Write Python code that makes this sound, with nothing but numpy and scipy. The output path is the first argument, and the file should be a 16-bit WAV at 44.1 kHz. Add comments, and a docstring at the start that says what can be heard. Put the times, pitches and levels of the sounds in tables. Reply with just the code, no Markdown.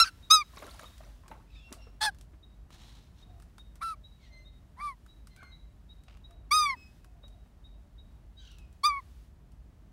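"""A back yard, one microphone: a young magpie begs close by in short nasal squawks, each starting with a rasp.
Behind it another magpie splashes in a plastic tub and hops about, with light clicks and rustles near by.
Farther off small birds pip, whine and screech, and faint caws fall, over a low throbbing hum and a thin hiss.
Calls are harmonics through throat resonances plus air hiss; water is swarms of ringing bubbles and drops;
knocks, clicks and rustles are damped rings and shaped noise. Distant sounds carry more of the yard's echo."""
import sys
import numpy as np
from scipy import signal
from scipy.fft import rfft, irfft, next_fast_len
from scipy.io import wavfile
from scipy.ndimage import map_coordinates

SR = 44100
rng = np.random.default_rng(int(sys.argv[2]) if len(sys.argv) > 2 else 0)


def dump(signal):
    """Clip the signal to [-1, 1] and save it as 16-bit WAV at the path in sys.argv[1]."""
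    limited = np.clip(np.atleast_2d(signal).T, -1, 1)
    pcm = np.round(limited * 32767).astype(np.int16)
    wavfile.write(sys.argv[1], SR, pcm)


N = 437472
TOP_HZ = 15750  # the recorder's band limit

# Squawks close to the microphone, levels taken ahead of the throat: start_s, length_s, attack_s, level_db,
# sag_db, pitch_hz (at the crest), scoop (share of pitch), crest_s (after start), fall (share of pitch),
# knee (small = sudden fall), edge_db (overtones), dull_db (edge lost), rough (0-1), rasp_s,
# air_db (re level, before the rasp adds to it), throat_scale (ratio), second_db (2nd harmonic), tilt_db (per octave)
SQUAWKS = [ (-.002, .052, 0.001, -15.5, 8, 1361, .039, .017, 0.016, 0.23, 5.5, 0.8, .03, .008, -27, 1.098, 4, -10),
           (.037, 0.069, .008, -38.5, 3, 1560, .03, 0.033, 0.081, 0.73, 4.5, 16, 0.71, .055, -11, 1.19, 6, -20),
           (.299, .139, 0.015, -16, 18.5, 1283, .079, .039, 0.087, 0.54, 4, 11, 0.12, .02, -30, 1.037, -3, -3),
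           (2.004, .103, 0.018, -29.5, 2, 863, .045, .058, .045, .25, 2, 10.5, 0.81, .062, -15.5, 0.93, 1.5, 1.5),
           (3.804, .15, 0.03, -31.5, 6.3, 1343, .28, .034, 0.072, 2.3, -17, 11, 0.65, 0.033, -22.5, 1.005, -3, -15),
           (4.755, .205, 0.16, -28, 14, 1186, 0.36, .08, 0.099, 1.05, -24.5, -4, 0.44, .058, -26, 0.996, -5.5, -17),
           (6.507, .254, 0.014, -20.5, 19.3, 1249, .131, .048, 0.22, 1.7, -2.5, 17.5, 0.031, .026, -32.5, 0.98, 3, 2.5),
           (8.831, .18, 0.016, -19.5, 16, 1213, .138, .034, 0.096, 0.32, -5, 29.5, 0.017, .03, -36.5, 1.004, -2.5, 2),
           ]
# Throat and open bill, notched above the first resonance; each squawk scales it: freq_hz, gain_db
THROAT = [(120, -50), (520, -16), (780, -0.5), (1300, 0.5), (1700, -1.5), (2300, -5.5), (2490, -23),
          (2950, -16), (3750, -4), (4900, -4), (6300, -14.5), (7500, -26), (8800, -15.5), (10500, -24),
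          (12500, -29.5), (15500, -36.5)]
# Breath hiss of the squawk: freq_hz, level_db
SQUAWK_AIR = [(150, -50), (500, -24), (1200, -1.5), (2800, -11.5), (4600, 0), (7500, -15), (9400, 1.5),
              (11500, -12.5), (15500, -19.5)]
# Farther birds, levels ahead of the throat: start_s, length_s, level_db, rise (share spent swelling),
# pitch_hz (mid-note), fall (share of pitch), edge_db (overtones), rough (ratio), air_db (re level)
WHINES = [(1.44, 0.21, -61, 0.64, 2594, 0, -1, 1.1, -10.5),
          (1.498, 0.18, -54, .4, 3550, 0.28, -5, 0.22, -18.5),
          (1.598, 0.13, -53, 0.5, 2730, 0, -7, .12, -20),
          (1.763, 0.16, -58, 0.33, 2726, 0.1, 2, 0.31, -15.5),
          (4.172, .15, -62, 0.54, 2073, 0.27, 2.5, 0.54, -6),
          (4.279, 0.19, -56.5, 0.42, 2070, 0.02, 1, 0.05, -22),
          (5.279, .12, -66.5, 0.4, 2045, 0.03, 2, .4, -11),
          (5.37, .24, -58.5, 0.29, 2105, 0.06, -1, 0.14, -30),
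          (5.357, 0.15, -51, 0.19, 1505, 0.1, -38, 0.89, -24),
          (6.737, .19, -52, 0.3, 2556, .02, -0.5, 0.03, -27),
          (8.365, 0.15, -66, 0.24, 1502, .14, 7.5, 0.1, -11),
          (8.371, .26, -57.5, 0.34, 2970, 0.25, 1.5, 1.1, -9),
          (8.569, 0.14, -61.5, 0.24, 2496, 0.1, -4.5, .35, -27)]
# Throat of the farther birds: freq_hz, gain_db
FAR_THROAT = [(200, -51), (600, -13.5), (1400, -6.5), (2000, -1.5), (3000, -5), (4200, -9), (6200, -18),
              (8300, -28), (11000, -44), (15000, -37.5)]
# Breath hiss of the farther birds: freq_hz, level_db
FAR_AIR = [(700, -21), (1600, -5), (3700, 10), (5500, -2), (8000, -12.5), (15000, -25.5)]
# A small bird's pips: start_s, pitch_hz (before arch and waver), level_db, length_s
PIPS = [(.218, 3810, -54.5, 0.073), (.85, 3754, -51.5, 0.042), (2.425, 3813, -55, 0.038),
        (3.218, 3786, -56, 0.035), (3.585, 3764, -52.5, 0.047), (4.032, 3872, -52, .06),
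        (4.44, 3770, -56.5, 0.086), (5.072, 3874, -59.5, 0.088), (5.51, 3910, -53.5, 0.07),
        (5.885, 3844, -54, 0.065), (6.235, 3860, -52, 0.046), (7.225, 3830, -53.5, 0.058),
        (7.635, 3795, -56, 0.058), (7.975, 3820, -56.5, 0.053), (8.362, 3880, -53.5, 0.074)]
# Falling caws, very far off: start_s, pitch_hz (before arch, fall and waver), level_db (before the mix), length_s
CAWS = [(3.25, 776, -65, 0.22), (3.92, 671, -68.5, 0.14), (4.25, 663, -70.5, 0.4), (6.27, 750, -66, 0.14),
        (7.02, 769, -70.5, 0.25), (7.25, 696, -68, 0.238), (7.68, 666, -70.5, 0.25), (8.7, 673, -80, 0.24)]
# Wing beats in the tub, levels before the bath's trims: peak_s, slosh_db, spray_db, rise_s (60 dB), decay_s (60 dB)
SPLASHES = [(.578, -48.5, -53, 0.12, 0.36), (.626, -41, -58.5, .03, 0.34), (.7, -65, -55, 0.12, 0.32),
            (.838, -50, -53, 0.33, 0.17), (1.045, -53.5, -63, 0.088, 0.338),
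            (1.314, -47, -65.5, 0.085, 0.26), (1.73, -56, -67, .25, 0.67)]
# Churned water in the tub, also the puff of a knock: freq_hz, level_db (per Hz)
SLOSH_COLOUR = [(120, -18), (200, -2.5), (343, -6.5), (446, -18.5), (624, -7), (765, -9.5), (1310, -8.5),
                (3500, -26.5), (4550, -66.5), (7700, -120)]
# Tinkling drops: freq_hz, level_db (per Hz)
SPRAY_COLOUR = [(1180, -17), (2000, -0.5), (2920, -12.5), (3840, 1), (5000, -5.5), (11700, -1),
                (15500, -18.5)]
# Plops and soft knocks at the tub and on the ground: start_s, level_db, resonance_hz
KNOCKS = [(0.534, -50, 1040), (0.571, -40.5, 1090), (0.623, -36, 608), (0.679, -41, 1340),
          (0.746, -50, 900), (0.828, -46.5, 503), (1.005, -43.5, 640), (1.234, -50, 1037),
          (1.259, -51, 1075), (1.314, -36.5, 886), (1.718, -38.5, 266), (1.868, -48, 460),
          (2.333, -51, 320), (5.426, -45.5, 1124), (6.764, -56, 250), (7.236, -50, 570.8),
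          (7.459, -54.5, 251)]
# Sharp clicks of bill, claws and twigs, levels before trims: time_s, level_db, body_db (re crack)
CLICKS = [(0.6677, -44.5, -5.5), (0.7951, -43, 2), (0.9811, -47, -20), (1.282, -46, -5),
          (1.727, -32.5, -26), (2.1477, -54, -8), (2.187, -51, -31), (2.2122, -46, -31), (2.7056, -54, 1.5),
          (2.7467, -53, -3), (3.401, -53, -7), (3.424, -51.5, -5.5), (3.5829, -47.5, -2),
          (3.7569, -49.5, -5), (5.0639, -54, -3), (5.2722, -47.5, -6.5), (5.3641, -48.5, -10),
          (5.4323, -54, -2), (6.0372, -55, -16.5), (6.172, -60, -0.5), (6.3099, -56, -3),
          (7.0462, -51.5, -2), (7.2816, -53.5, -17), (8.517, -53, -14), (8.5858, -49.5, -19),
          (8.7286, -57.5, -15), (9.5199, -57.5, -11.5)]
# Crack of a click: freq_hz, level_db
CLICK_COLOUR = [(1500, -7), (3000, -2.5), (4800, -1), (7000, -2.5), (9500, -2.5), (12000, -8.5),
                (15500, -13)]
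# Dry swishes of feathers and leaf litter: start_s, length_s, level_db, rise (share spent swelling)
SWISHES = [(2.695, 0.087, -58, 0.52), (2.72, 0.47, -60.5, 0.2), (3.12, 0.136, -67, 0.73)]
# Tone of the swishes: freq_hz, level_db (per Hz)
SWISH_COLOUR = [(470, -16.5), (800, -4), (1010, -5), (1490, -9.5), (2660, -8.5), (4010, -1), (4710, -11),
                (5400, -8.5), (15500, -28)]
# Duller scuffs on the ground: start_s, length_s, level_db, rise (share spent swelling)
SCUFFS = [(6.065, .055, -58, 0.57), (6.08, 0.15, -67.5, 0.31)]
# Tone of the scuffs: freq_hz, level_db (per Hz)
SCUFF_COLOUR = [(350, -33), (600, -2.5), (1400, -4.5), (1840, -9), (2650, -1.5), (9000, -26), (11700, -56),
                (19800, -120)]
# Far rumble: freq_hz, level_db (per Hz)
RUMBLE_COLOUR = [(13, -46), (22, -11.5), (34, -7.5), (54, 0.5), (99, -11), (119, -13), (179, -17),
                 (254, -21.5), (522, -34), (603, -30.5), (821, -34.5), (1010, -36), (2600, -49),
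                 (3000, -50.5), (3900, -81.5), (6600, -120)]
# Hiss of the yard, the mist and the wash: freq_hz, level_db (per Hz)
HISS_COLOUR = [(590, -34), (1000, -7), (1200, -8.5), (1760, -6), (2370, -10.5), (3050, -8.5), (3580, -9),
               (6280, -13), (15600, -19)]
# Answer of fences and trees: freq_hz, t60_s
ECHO_T60 = [(200, 0.22), (3000, 0.6), (6000, 0.45), (14000, 0.079)]

# As the breath stops, the pitch drops (share) and the overtones go; a slow attack brings a slow end
RELEASE_S, RELEASE_PER_ATTACK, RELEASE_DROP, RELEASE_DULL_DB = .021, .5, .16, 11
# Extra air in the rasp of a squawk at LOUD_DB, its change per dB of level, and how quickly the rasp clears
RASP_HISS_DB, RASP_HISS_PER_DB, LOUD_DB, RASP_EDGE_S = 14, .8, -19.5, 0.0019
WEAK_ROUGH, WEAK_DB = 0.36, -49  # a weakening voice grows unsteady, half of it reached at WEAK_DB
AIR_FLANK = 1.8  # exponent below the tone's 2: the hiss opens sooner and closes later
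MIST_DB, MIST_RISE_S, MIST_T60_S = -9, 0.61, 1.5  # level re spray, 60 dB rise and decay
HISS_DB = -77  # mean level of the yard's hiss
WASH_DB, WASH_HOLD_S, WASH_FADE_S = -52.5, .22, .1  # level re the squawk


def amp(db):
    """Decibels to gain."""
    return 10 ** (np.asarray(db) / 20)


def unit(x):
    """Scaled to rms 1."""
    return x / np.sqrt(np.mean(x ** 2) + 1e-20)


def along(points, hz):
    """(Hz, value) points read on a log axis."""
    f, v = np.transpose(points)
    return np.interp(np.log(hz + 1), np.log(f), v)


def wobble(rate, n):
    """A smooth random curve of n samples, rate knots a second."""
    knots = rng.standard_normal(int(n * rate / SR) + 4)
    return map_coordinates(knots, [np.arange(n) * rate / SR])


def filtered(x, response):
    """x times a response of frequency."""
    m = next_fast_len(len(x) + 8192)
    return irfft(rfft(x, m) * response(np.fft.rfftfreq(m, 1 / SR)), m)[:len(x)]


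def coloured(x, spectrum):
    """x given a spectrum, at rms 1."""
    return unit(filtered(x, lambda hz: amp(along(spectrum, hz))))


def noise(spectrum, n):
    """Coloured noise of rms 1."""
    return coloured(rng.standard_normal(n), spectrum)


def resonated(x, spectrum):
    """x through a causal filter with the given gain, so that its resonances ring after each pulse."""
    m = 2 * next_fast_len(len(x) + 4096)
    log_gain = np.log(amp(along(spectrum, np.fft.rfftfreq(m, 1 / SR))))
    # folding the cepstrum onto positive time gives minimum phase
    cepstrum = irfft(log_gain, m)
    cepstrum[1:m // 2] *= 2
    cepstrum[m // 2 + 1:] = 0
    return irfft(rfft(x, m) * np.exp(rfft(cepstrum)), m)[:len(x)]


def ramp(t, length):
    """From 0 to 1 over the length, then held."""
    return np.clip(t / max(length, 1e-4), 0, 1)


def swell(length, rise):
    """Progress 0-1 through a sound, and a gain that swells over the share rise of it and then fades."""
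    u = np.linspace(0, 1, int(length * SR))
    rise = np.clip(rise, .02, .98)
    return u, np.sin(np.pi / 2 * np.minimum(u / rise, (1 - u) / (1 - rise))) ** 2


def add(track, s, x):
    """Mix x into the track at time s."""
    part = track[max(round(s * SR), 0):][:len(x)]
    part += x[:len(part)]


def yard(hum_hz=48.0):
    """Far rumble, a low hum that throbs as two close tones beat, and a thin, slowly wavering hiss."""
    t = np.arange(N) / SR
    drift = 2 * np.pi * hum_hz * t + 0.63 * wobble(1.5, N)
    beat = 2 * np.pi * 2.7 * t + .5 * wobble(1.4, N)
    hum = amp(-58) * np.sin(drift) + amp(-59.0) * np.sin(drift + beat)
    rumble = amp(-53.5 + 0.88 * wobble(5.3, N)) * noise(RUMBLE_COLOUR, N)
    hiss = amp(HISS_DB + .8 * wobble(2, N) + 0.62 * wobble(16, N)) * noise(HISS_COLOUR, N)
    return hum + rumble + hiss


def voice(pitch, gain, edge_db, rough, air_gain, throat, air, jitter, shimmer, flutter_rate, doubling,
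          edge_tilt=0, second_db=0, tilt_db=0):
    """One call: the syrinx's harmonics slide through fixed resonances, with air hiss pulsing on every cycle."""
    n = len(pitch)
    rough = np.clip(rough, 0, 1.5)
    # an unsteady membrane scatters period and strength, which smears the high harmonics most
    scatter = jitter * rough * wobble(flutter_rate, n) + .002 * wobble(91, n)
    phase = 2 * np.pi * np.cumsum(pitch * (1 + scatter)) / SR
    tone = np.zeros(n)
    for k in range(1, 19):
        hz = k * pitch
        # a harder closure lifts the overtones; each also wavers a little on its own
        octaves = np.log2(np.maximum(hz / 4500, 1))
        edge_share = np.clip((hz - 2400) / 1100, 0, 1) * (1 + edge_tilt * octaves)
        upper_db = edge_share * edge_db + tilt_db * octaves
        gain_db = (k == 2) * second_db + (k > 1) * (upper_db + 4.2 * wobble(70, n))
        tone += amp(gain_db) * (hz < TOP_HZ) * np.cos(k * phase + k * k / 2)
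    # alternate cycles differ a little, giving weak lines halfway between the harmonics
    alternation = (rough + .07) * doubling * np.cos(phase / 2)
    tone *= 1 + rough * shimmer * wobble(flutter_rate, n) + alternation
    hiss = air_gain * unit(noise(air, n) * (1 + 0.44 * np.cos(phase)))
    return resonated(tone * gain, throat) + hiss


def magpie():
    """Each squawk starts with a rasp and scoops up to its crest; as the effort slackens it sinks and changes tone."""
    out = np.zeros(N)
    for (s, length, attack, db, sag_db, hz, scoop, crest, fall, knee, edge_db, dull_db,
         rough, rasp_s, air_db, scale, second_db, tilt_db) in SQUAWKS:
        t = np.arange(int(length * SR)) / SR
        release_s = RELEASE_S + RELEASE_PER_ATTACK * attack
        release = ramp(t - length + release_s, release_s)
        past = ramp(t - crest, length - crest)
        slack = (1 + knee ** 2) * past ** 2 / (past ** 2 + knee ** 2)
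        pitch = hz * (1 - scoop * (1 - ramp(t, crest)) ** 2 - fall * slack - RELEASE_DROP * release ** 2)
        effort = amp(db - sag_db * slack)
        opening = np.abs(np.sin(np.pi / 2 * ramp(t, attack)) * np.cos(np.pi / 2 * release))
        gain = effort * opening ** 2
        edge = edge_db - dull_db * slack - RELEASE_DULL_DB * release
        rasp = .5 - .5 * np.tanh((t - rasp_s) / RASP_EDGE_S)
        roughness = rough * rasp + WEAK_ROUGH / (1 + gain / amp(WEAK_DB))
        rasp_db = RASP_HISS_DB + RASP_HISS_PER_DB * (db - LOUD_DB)
        air_gain = effort * opening ** AIR_FLANK * amp(air_db + rasp_db * rasp * opening ** 2)
        throat = [(f * scale, level) for f, level in THROAT]
        squawk = voice(pitch, gain, edge, roughness, air_gain, throat, SQUAWK_AIR, jitter=.06, shimmer=0.41,
                       flutter_rate=820, doubling=0.23, edge_tilt=.4, second_db=second_db, tilt_db=tilt_db)
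        add(out, s, squawk)
    return out


def wash():
    """A faint hiss rises through each squawk, hangs on for a moment after it and fades."""
    t, gain = np.arange(N) / SR, np.zeros(N)
    for s, length, attack, db, *_ in SQUAWKS:
        fade = 1 - ramp(t - s - length - WASH_HOLD_S, WASH_FADE_S)
        gain = np.maximum(gain, amp(db + WASH_DB) * ramp(t - s, length) * fade)
    return gain * noise(HISS_COLOUR, N)


def echo(x):
    """The yard's diffuse answer: noise 10 ms late that dies at its own pace in each band."""
    hz, t, z = signal.stft(rng.standard_normal(SR // 2), SR, nperseg=256)
    decay = amp(-60 * t / along(ECHO_T60, hz)[:, None])
    tail = signal.istft(z * decay, SR, nperseg=256)[1]
    return signal.fftconvolve(x, np.pad(tail, (SR // 100, 0)) / np.linalg.norm(tail))[:N]


def whistles(table, arch, fall, waver, waver_rate, rise):
    """Nearly pure notes, pips or caws, that swell over the share rise of their length, bend in pitch and fade."""
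    out = np.zeros(N)
    for s, hz, db, length in table:
        u, shape = swell(length, rise)
        pitch = hz * (1 - arch * (1 - u) ** 4 - fall * u + waver * wobble(waver_rate, len(u)))
        add(out, s, amp(db) * shape * np.sin(2 * np.pi * np.cumsum(pitch) / SR))
    return out


def bubbles(n, rate, centre_hz, spread, cycles, size_db):
    """A swarm of damped rings of uneven size that start softly and rise a little in pitch, rms 1."""
    count = int(rate * n / SR)
    when, size, chance = rng.random((count, 3)).T
    hz = np.clip(centre_hz * np.exp(spread * (2 * chance - 1)), 100, TOP_HZ)[:, None]
    t = np.arange(SR // 40) / SR
    age = hz * t / cycles
    envelope = np.exp(-age) * (1 - np.exp(-8 * age))
    rings = np.sin(2 * np.pi * hz * t * (1 + .03 * np.minimum(age, 4))) * envelope
    rings *= amp(-size_db * np.log(1 - .98 * size))[:, None]  # a few rings are much the loudest
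    index = (when * n).astype(int)[:, None] + np.arange(len(t))
    return unit(np.bincount(index.ravel(), rings.ravel(), n)[:n])


def bath(slosh_db=-4.0, spray_db=-2):
    """Each wing beat churns the tub: bubbles in the slosh, a tinkling spray of drops and a lingering mist."""
    n = 3 * SR  # the bathing falls within the first three seconds
    s, low_db, high_db, rise, t60 = np.transpose(SPLASHES)[:, :, None]
    age = np.arange(n) / SR - s

    def beats(db, up, down):
        """All beats summed in power, each rising to its peak and dying away."""
        return np.linalg.norm(amp(db - 60 * np.maximum(-age / up, age / down)), axis=0)

    slosh = coloured(bubbles(n, rate=450, centre_hz=1200, spread=1.2, cycles=5, size_db=4.5), SLOSH_COLOUR)
    spray = coloured(bubbles(n, rate=1300, centre_hz=5500, spread=1, cycles=7, size_db=5.5), SPRAY_COLOUR)
    water = beats(low_db + slosh_db, rise, t60) * slosh + beats(high_db + spray_db, rise, t60) * spray
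    # fine drops thrown up by the beats patter down for longer
    mist = beats(high_db + MIST_DB, MIST_RISE_S, MIST_T60_S) * noise(HISS_COLOUR, n)
    return np.pad(water + mist, (0, N - n))


def knocks(puff_db=-7):
    """Each soft blow rings one damped resonance over a dull puff of noise."""
    out, t = np.zeros(N), np.arange(SR // 6) / SR
    for s, db, hz in KNOCKS:
        ring = np.sin(2 * np.pi * hz * t) * amp(-60 * t / 0.049)
        puff = noise(SLOSH_COLOUR, len(t)) * amp(puff_db - 60 * t / 0.07)
        add(out, s, amp(db) * (ring + puff) * (1 - np.exp(-t / 0.0012)))
    return out


def clicks():
    """A bright crack with a short scuff after it and a little woody body."""
    body_colour = [(300, -15.5), (1300, 6), (2500, -5.5), (5000, -24.0)]  # freq_hz, level_db
    out, t = np.zeros(N), np.arange(SR // 6) / SR
    for s, db, body_db in CLICKS:
        crack = noise(CLICK_COLOUR, len(t)) * (amp(-60 * t / 0.013) + amp(-12.0 - 60 * t / .16))
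        body = noise(body_colour, len(t)) * amp(-60 * t / 0.036)
        add(out, s - .001, amp(db - 6.5) * (crack + amp(body_db + 4) * body))
    return out


def whiners():
    """Farther birds: sliding whines and broken screeches, made rougher by an unsteadier membrane."""
    out = np.zeros(N)
    for s, length, db, rise, hz, fall, edge_db, rough, air_db in WHINES:
        u, shape = swell(length, rise)
        pitch = hz * (1 - fall * (u - .5))
        call = voice(pitch, amp(db) * shape, edge_db, rough, amp(db + air_db) * shape, FAR_THROAT, FAR_AIR,
                     jitter=.05, shimmer=.7, flutter_rate=170, doubling=.7)
        add(out, s, call)
    return out


def rustle(strokes, colour, grain_db):
    """Dry, finely grained strokes of noise that swell and fade."""
    out = np.zeros(N)
    for s, length, db, rise in strokes:
        u, shape = swell(length, rise)
        grain = amp(grain_db * wobble(300, len(u)))
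        add(out, s, amp(db) * shape * unit(noise(colour, len(u)) * grain))
    return out


def scene():
    """The near bird is almost dry; the farther a sound, the more of the yard it carries."""
    near = magpie() + clicks()
    swishes = rustle(SWISHES, SWISH_COLOUR, grain_db=2.0)
    scuffs = rustle(SCUFFS, SCUFF_COLOUR, grain_db=7)
    middle = bath() + knocks() + swishes + scuffs
    pips = whistles(PIPS, arch=.04, fall=0, waver=.009, waver_rate=400, rise=.33)
    far = whiners() + pips
    farthest = whistles(CAWS, arch=0.065, fall=0.1563, waver=0.048, waver_rate=110, rise=0.2)
    wet = echo(amp(-43) * near + amp(-12.5) * middle + amp(-11.0) * far + amp(-2.5) * farthest)
    return (near + middle + far + amp(-2.0) * farthest + wet + wash() + yard())[None]


def record(dry):
    """The microphone sheds the deepest bass, below 33 Hz; nothing is kept above the recorder's band limit."""
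    return filtered(dry[0], lambda hz: (hz < TOP_HZ) * hz ** 5 / np.hypot(hz ** 5, 33 ** 5.))[None]


dry = scene()
out = record(dry)
dump(out)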